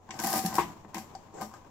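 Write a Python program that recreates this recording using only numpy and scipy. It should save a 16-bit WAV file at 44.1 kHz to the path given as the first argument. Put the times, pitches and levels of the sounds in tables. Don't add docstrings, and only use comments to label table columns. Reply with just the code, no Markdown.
import sys
import numpy as np
from scipy import signal
from scipy.fft import rfft, irfft, next_fast_len
from scipy.io import wavfile
from scipy.ndimage import map_coordinates

SR = 44100
rng = np.random.default_rng(int(sys.argv[2]) if len(sys.argv) > 2 else 0)


def to_wav(sig):
    pcm = np.clip(np.atleast_2d(sig), -1, 1) * 32767
    pcm = np.round(pcm).astype(np.int16)
    wavfile.write(sys.argv[1], SR, pcm.T)


N = 74970

# f/Hz, level/dB
AIR_SPECTRUM = [(20, 14), (123, -3), (262, 1.5), (1060, 3.5), (1400, -24), (3000, -40), (6700, -18),
                (8000, -36), (16000, -38)]
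# t/s, level/dB
RUB_ENVELOPE = [(0, -66), (.055, -60), (.17, -47), (.68, -45.5), (.76, -51), (.83, -55.5), (.86, -56.5),
                (.92, -54.5), (1.1, -51.5), (1.32, -57.5), (1.36, -53), (1.5, -54), (1.62, -55.5),
                (1.7, -60)]
# f/Hz, level/dB
RUB_SPECTRUM = [(60, -20), (110, 0), (200, -1.5), (320, -4.5), (520, -8.5), (1020, -3.5), (1400, -15.5),
                (4500, -26.5), (7300, -22.5), (9000, -39), (15000, -34.5)]
# t/s, steel/dB, frame/dB, casing/dB, sizzle/dB, casing pitch/Hz
CLICKS = [(0.0903, -56, -40, -37.5, -82, 910), (0.1074, -34.5, -42, -36, -70, 1000),
          (0.1395, -48, -41, -37, -70, 820), (0.1897, -29, -32, -32.5, -47, 1560),
          (0.199, -28.5, -34, -32.5, -33, 890), (0.2372, -27, -27.5, -24.5, -27, 770),
          (0.2448, -29, -30.5, -24, -29, 810), (0.27, -26.5, -64, -27, -25, 990),
          (.302, -39, -38, -40, -27.5, 750), (.329, -28, -51, -34, -27, 840),
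          (0.337, -35, -31.5, -24, -43, 886), (0.3581, -31.5, -27, -24.5, -31, 920),
          (.3774, -35, -26.5, -27, -27.5, 730), (0.3911, -27, -42, -28, -44, 780),
          (0.44, -54, -31, -33.5, -40, 680), (.449, -52, -31.5, -25, -38, 784),
          (.4608, -24, -34.5, -33, -27.5, 730), (0.5269, -52, -35, -30.5, -62, 1000),
          (.541, -35, -40, -30, -34, 790), (0.5533, -28.5, -33, -27, -27.5, 730),
          (0.8478, -72, -43, -43, -82, 950), (0.935, -67, -53, -40, -83, 990),
          (0.9444, -31, -38.5, -31.5, -38, 960), (0.9519, -47, -36.5, -37.5, -43, 2060),
          (0.9671, -41, -34.5, -32, -55, 1010), (0.9809, -37.5, -45, -36.5, -53, 2080),
          (1.151, -43.5, -79, -63, -64, 770), (1.2838, -72, -48, -49, -84, 890),
          (1.4112, -39, -38, -27.5, -40.5, 1230), (1.4175, -38.5, -33, -32.5, -43.5, 1220),
          (1.514, -64, -65, -45, -78, 1070), (1.538, -48.5, -68, -39, -57, 1320),
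          (1.647, -65, -50, -48, -80, 1030)]
# steel/dB, frame/dB, casing/dB, sizzle/dB
CLICK_TRIM = [-5.5, -3, -4.5, -4]
RATTLE_TRIM = [-3.3, -12, -10, -4.8]
# f/Hz, level/dB
STEEL_SPECTRUM = [(1000, -38), (1700, -2), (2500, -7.5), (3500, -9), (4600, -2.5), (5550, 0), (6400, -3),
                  (7500, 0), (8400, -9), (10000, -44)]
SIZZLE_SPECTRUM = [(6500, -28), (8500, -3.5), (10000, -2.5), (12000, 1.5), (14000, -1), (15500, -2.5)]
KNOCK_SPECTRUM = [(100, -17), (250, -13), (550, -8), (900, 5.5), (1100, -1), (1350, -12), (1750, -4),
                  (3300, -18), (6000, -47.5)]
# f/Hz, level/dB, t60/s
FRAME_MODES = [(169, -4.5, 0.22), (216.1, 2, 0.19), (304, -3, 0.15), (338.4, 1, 0.16), (449, -11, 0.082)]
CASING_MODES = [(545, -37, 0.015), (690, -2, 0.098), (762.7, 1.5, 0.085), (805.5, -4, 0.11),
                (929, 2.5, 0.022), (1011, -6.5, 0.072), (1087, -0.5, 0.043), (1230, -7, 0.063),
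                (1519, -4.5, 0.055), (1609, -7.5, 0.053), (2039, -13, 0.09)]
STEEL_MODES = [(5545, 2, .12), (7235, -6, 0.16), (4570, 7, 0.01)]
# t/s, level/dB, t60/s
JOLTS = [(0.106, -41, 0.033), (.585, -37, .17), (.9445, -49, 0.23)]
# f/Hz, level/dB
JANGLE_SPECTRUM = [(1400, -32), (1600, -4), (2100, 2), (2700, -3), (3900, -9), (5600, -41)]
# t/s, steel/dB, frame/dB, casing/dB, sizzle/dB
CRANK_TURN = [(.115, -58, -58, -69, -70), (.178, -59.5, -51, -51, -60), (.2, -55, -55, -33.5, -45),
              (.228, -41, -49, -37.5, -40.5), (.245, -42.5, -48, -35, -41), (.305, -39.5, -35, -33.5, -35),
              (.375, -39, -41, -31, -34.5), (.428, -50.5, -48, -53, -49), (.465, -41.5, -52, -41, -39),
              (.52, -54.5, -45, -42, -65), (.555, -47, -52, -39, -44), (.575, -43, -44, -31, -37)]
STOP_SHAKE = [(.58, -44, -34, -41, -38.5), (.62, -49.5, -44, -36, -57), (.66, -70, -50, -60, -76)]
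HANDLE_SHIFT = [(0.94, -59, -70, -56, -61), (0.984, -48.5, -39, -44, -48), (1.05, -74, -79, -71, -72)]
HANDLE_LATCH = [(1.36, -65, -60, -54, -82), (1.4, -60.5, -42, -42, -65), (1.426, -48.5, -43, -39, -50.5),
                (1.476, -68, -71, -62, -69), (1.525, -72, -55, -61, -81), (1.55, -64.5, -64, -47, -72),
                (1.585, -74, -61, -64, -78)]
# t/s, level/dB, f/Hz
THUMPS = [(0.251, -26.5, 215.5), (0.442, -21, 178), (0.684, -38, 178), (0.848, -41.5, 205),
          (0.951, -36, 181), (.96, -39.5, 322), (1.415, -38, 211.6)]
# t/s, level/dB
STOP_HITS = [(0.5815, -17), (0.5844, -7), (0.5897, -19), (0.6008, -18.5), (0.6181, -24)]
# f/Hz, level/dB, t60/s
STOP_MODES = [(174, -24, .34), (347, -11.5, .099), (453, -11.5, .065), (835, -14, .16), (948, 0, .039),
              (1014, -9, .052), (1082, -8, .06), (1144, -25, .22), (1501, -15, .047), (994, -28, .62)]
PIN_MODES = [(769, 0, 0.047), (4700, -11, 0.017)]
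# f/Hz, level/dB
SCRAPE_SPECTRUM = [(200, -20), (320, 2.5), (470, 8.5), (800, 3), (1300, -14), (4000, -36), (7500, -10),
                   (9000, -40)]
# f/Hz, t60/s
ROOM_DECAY = [(150, 0.33), (1000, 0.17), (5000, 0.31), (14000, 0.36)]
# f/Hz, correlation
STEREO_LIKENESS = [(30, 0.63), (150, 0.8), (1000, 0.48), (2200, 0.062), (4500, 0.027)]
# f/Hz, left minus right/dB
STEREO_TILT = [(100, 2.5), (210, 0), (500, 2.5), (1150, 5.5), (3000, 2.5), (4200, 8.5), (5300, 15),
               (7400, 16), (8700, 5.5), (10000, -4.5), (14000, -4.5)]

CRACK_RISE_S, CRACK_T60, KNOCK_T60 = 0.00073, 0.022, 0.019
CONTACT_ENERGY_S = 0.0039
RATTLE_PER_S, RATTLE_SCATTER_DB = 560, 2.6


def amp(db):
    return 10 ** (np.asarray(db) / 20)


def unit(x):
    return x / np.sqrt(np.mean(x ** 2) + 1e-20)


def curve_at(points, hz):
    freqs, values = np.transpose(points)
    return np.interp(np.log(hz + 1), np.log(freqs + 1), values)


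def filtered(x, response):
    size = next_fast_len(x.shape[-1] + 8192)
    return irfft(rfft(x, size) * response(np.fft.rfftfreq(size, 1 / SR)), size)[..., :x.shape[-1]]


def coloured(x, spectrum, size=1024):
    cepstrum = irfft(np.log(amp(curve_at(spectrum, np.fft.rfftfreq(size, 1 / SR)))))
    cepstrum[1:size // 2] *= 2
    cepstrum[size // 2 + 1:] = 0
    impulse = irfft(np.exp(rfft(cepstrum)))
    return signal.oaconvolve(x, impulse[None] / np.linalg.norm(impulse), axes=1)[:, :N]


def stereo(x):
    def mid_side_gains(hz):
        angle = np.arccos(np.clip(curve_at(STEREO_LIKENESS, hz), -1, 1)) / 2
        return np.array([np.cos(angle), np.sin(angle)])
    mid, side = filtered(x, mid_side_gains)
    return np.array([mid + side, mid - side])


def noise(spectrum):
    white = rng.standard_normal((2, N))
    return unit(stereo(filtered(white, lambda hz: amp(curve_at(spectrum, hz)))))


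def add(track, start_s, sound):
    i = int(np.clip(round(start_s * SR), 0, N - 1))
    track[..., i:i + sound.shape[-1]] += sound[..., :N - i]


def room_tone(air_db=-60.5, hum_hz=91.9, hum_db=-63):
    hum = np.sqrt(2) * np.sin(2 * np.pi * hum_hz * np.arange(N) / SR)
    return amp(air_db) * noise(AIR_SPECTRUM) + amp(hum_db) * hum


def hand_rub(slips_per_s=70, rough_db=1.5):
    t = np.arange(N) / SR
    slips = map_coordinates(rng.standard_normal(1024), [t * slips_per_s])
    level_db = np.interp(t, *np.transpose(RUB_ENVELOPE)) + rough_db * slips
    return amp(level_db) * noise(RUB_SPECTRUM)


def cracks(times, levels_db, t60, spectrum):
    bursts, t = np.zeros((2, N)), np.arange(SR // 50) / SR
    envelope = amp(-60 * t / t60) * (1 - np.exp(-t / CRACK_RISE_S))
    envelope *= np.sqrt(CONTACT_ENERGY_S * SR / np.sum(envelope ** 2))
    for start_s, gain in zip(times, amp(levels_db)):
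        add(bursts, start_s, gain * envelope * rng.standard_normal((2, len(t))))
    return coloured(bursts, spectrum)


def rings(times, levels_db, modes, focus_hz=None, focus_db=13, focus_octaves=0.23, scatter_db=3.1):
    hz, db, t60 = np.transpose(modes)
    scatter, polarity = rng.standard_normal((len(times), 2, len(hz))).swapaxes(0, 1)
    mix_db = db + scatter_db * scatter
    if focus_hz is not None:
        octaves_off = np.log2(hz / focus_hz[:, None])
        mix_db += focus_db * np.exp(-(octaves_off / focus_octaves) ** 2)
    decay_rate = np.log(1000) / t60
    energy = np.sum(amp(mix_db) ** 2 / (4 * decay_rate), axis=1, keepdims=True)
    kicks = amp(mix_db + levels_db[:, None]) * np.sign(polarity) * np.sqrt(CONTACT_ENERGY_S / energy)
    onsets = np.clip(np.round(times * SR).astype(int), 0, N - 1)
    out = np.zeros(N)
    for kick, angle, radius in zip(kicks.T, 2 * np.pi * hz / SR, np.exp(-decay_rate / SR)):
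        drive = np.bincount(onsets, kick, N) + 1e-20
        resonator = [0, radius * np.sin(angle)], [1, -2 * radius * np.cos(angle), radius ** 2]
        out += signal.lfilter(*resonator, drive)
    return out


def contacts(cues, knock_db=-6.5, steel_ring_db=-12):
    times, steel_db, frame_db, casing_db, sizzle_db, pitch_hz = cues.T
    snap = cracks(times, steel_db, CRACK_T60, STEEL_SPECTRUM)
    sizzle = cracks(times, sizzle_db, CRACK_T60, SIZZLE_SPECTRUM)
    knock = cracks(times, casing_db + knock_db, KNOCK_T60, KNOCK_SPECTRUM)
    frame = rings(times, frame_db, FRAME_MODES)
    casing = rings(times, casing_db, CASING_MODES, focus_hz=pitch_hz)
    steel = rings(times, steel_db + steel_ring_db, STEEL_MODES)
    return stereo(snap + sizzle + knock) + frame + casing + steel


def click_cues():
    cues = np.array(CLICKS)
    cues[:, 1:5] += CLICK_TRIM
    return cues


def jangle():
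    chatter = np.zeros((2, N))
    for start_s, db, t60 in JOLTS:
        delays = np.arange(0, t60, 1 / RATTLE_PER_S)
        levels_db = db - 60 * delays / t60 + RATTLE_SCATTER_DB * rng.standard_normal(len(delays))
        chatter += cracks(start_s + delays, levels_db, KNOCK_T60, JANGLE_SPECTRUM)
    return stereo(chatter)


def rattle_cues(movement, centre_hz=984, spread_octaves=0.64):
    key_times, *envelopes = np.transpose(movement)
    grid = np.arange(key_times[0], key_times[-1], 1 / RATTLE_PER_S)
    jitter, accent, detune = rng.standard_normal((SR // 100, 3))[:len(grid)].T
    times = grid + .3 * jitter / RATTLE_PER_S
    levels_db = np.transpose([np.interp(times, key_times, envelope) for envelope in envelopes])
    levels_db += RATTLE_SCATTER_DB * accent[:, None] + RATTLE_TRIM
    return np.column_stack([times, levels_db, centre_hz * 2 ** (spread_octaves * detune)])


def thumps(rise_s=0.015, trim_db=-6):
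    out, t = np.zeros(N), np.arange(SR // 3) / SR
    swell = (t / rise_s * np.exp(1 - t / rise_s)) ** 2
    for start_s, db, hz in THUMPS:
        add(out, start_s, amp(db + trim_db) * swell * np.sin(2 * np.pi * hz * t))
    return out


def struck_once(modes, rise_s):
    t = np.arange(SR // 2) / SR
    ring = sum(amp(db - 60 * t / t60) * np.sin(2 * np.pi * hz * t) for hz, db, t60 in modes)
    return (1 - np.exp(-t / rise_s)) * ring


def clunk(ring_db=-6, knock_db=-31, snap_db=-21):
    body, ring = np.zeros(N), struck_once(STOP_MODES, rise_s=0.00044)
    for start_s, db in STOP_HITS:
        add(body, start_s, amp(db + ring_db) * ring)
    times, levels_db = np.transpose(STOP_HITS)
    knock = cracks(times, levels_db + knock_db, KNOCK_T60, KNOCK_SPECTRUM)
    snap = cracks(times[:1], levels_db[:1] + snap_db, CRACK_T60, STEEL_SPECTRUM)
    return body + stereo(knock + snap)


def desk_boom(hz=69.8, db=-44.5, t60=0.47):
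    out, t = np.zeros(N), np.arange(SR // 3) / SR
    add(out, STOP_HITS[0][0], amp(db - 60 * t / t60) * np.sin(2 * np.pi * hz * t))
    return out


def pin_ping(start_s=1.1508, db=-32):
    out = np.zeros(N)
    add(out, start_s, amp(db) * struck_once(PIN_MODES, CRACK_RISE_S))
    return out


def handle_scrape(start_s=1.339, length_s=0.103, db=-46):
    t = np.arange(N) / SR
    stroke = np.interp(t - start_s, [0, .003, length_s, length_s + .02], [0, 1, 1, 0])
    return amp(db) * stroke * noise(SCRAPE_SPECTRUM)


def room_reverb(x, tail_db=-7.5, early_db=-7.5, early_t60=0.11):
    hz, frame_times, bins = signal.stft(rng.standard_normal((2, SR // 2)), SR, nperseg=256)
    decay = amp(-60 * frame_times / curve_at(ROOM_DECAY, hz)[:, None])
    tail = signal.istft(bins * decay, SR, nperseg=256)[1]
    t = np.arange(tail.shape[1]) / SR
    early = rng.standard_normal(tail.shape) * amp(-60 * t / early_t60)
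    impulse = stereo(amp(tail_db) * unit(tail) + amp(early_db) * unit(early)) / np.sqrt(len(t))
    predelayed = np.pad(impulse, ((0, 0), (SR // 300, 0)))
    return signal.fftconvolve(x, predelayed, axes=1)[:, :N]


def pan_gains(hz):
    sides = amp(curve_at(STEREO_TILT, hz) * np.array([[.5], [-.5]]))
    return sides / np.sqrt(np.mean(sides ** 2, axis=0))


def scene(bass_cut_hz=95):
    rattles = [rattle_cues(move) for move in (CRANK_TURN, STOP_SHAKE, HANDLE_SHIFT, HANDLE_LATCH)]
    cues = np.vstack([click_cues(), *rattles])
    metal = contacts(cues) + clunk() + jangle() + pin_ping() + handle_scrape()
    machine = signal.sosfilt(signal.butter(2, bass_cut_hz, "high", fs=SR, output="sos"), metal)
    mix = machine + room_reverb(machine) + thumps() + desk_boom() + hand_rub()
    return filtered(mix, pan_gains) + room_tone()


def record(dry, top_hz=15650):
    return filtered(dry, lambda hz: 1 / np.sqrt(1 + (hz / top_hz) ** 160))


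dry = scene()
out = record(dry)
to_wav(out)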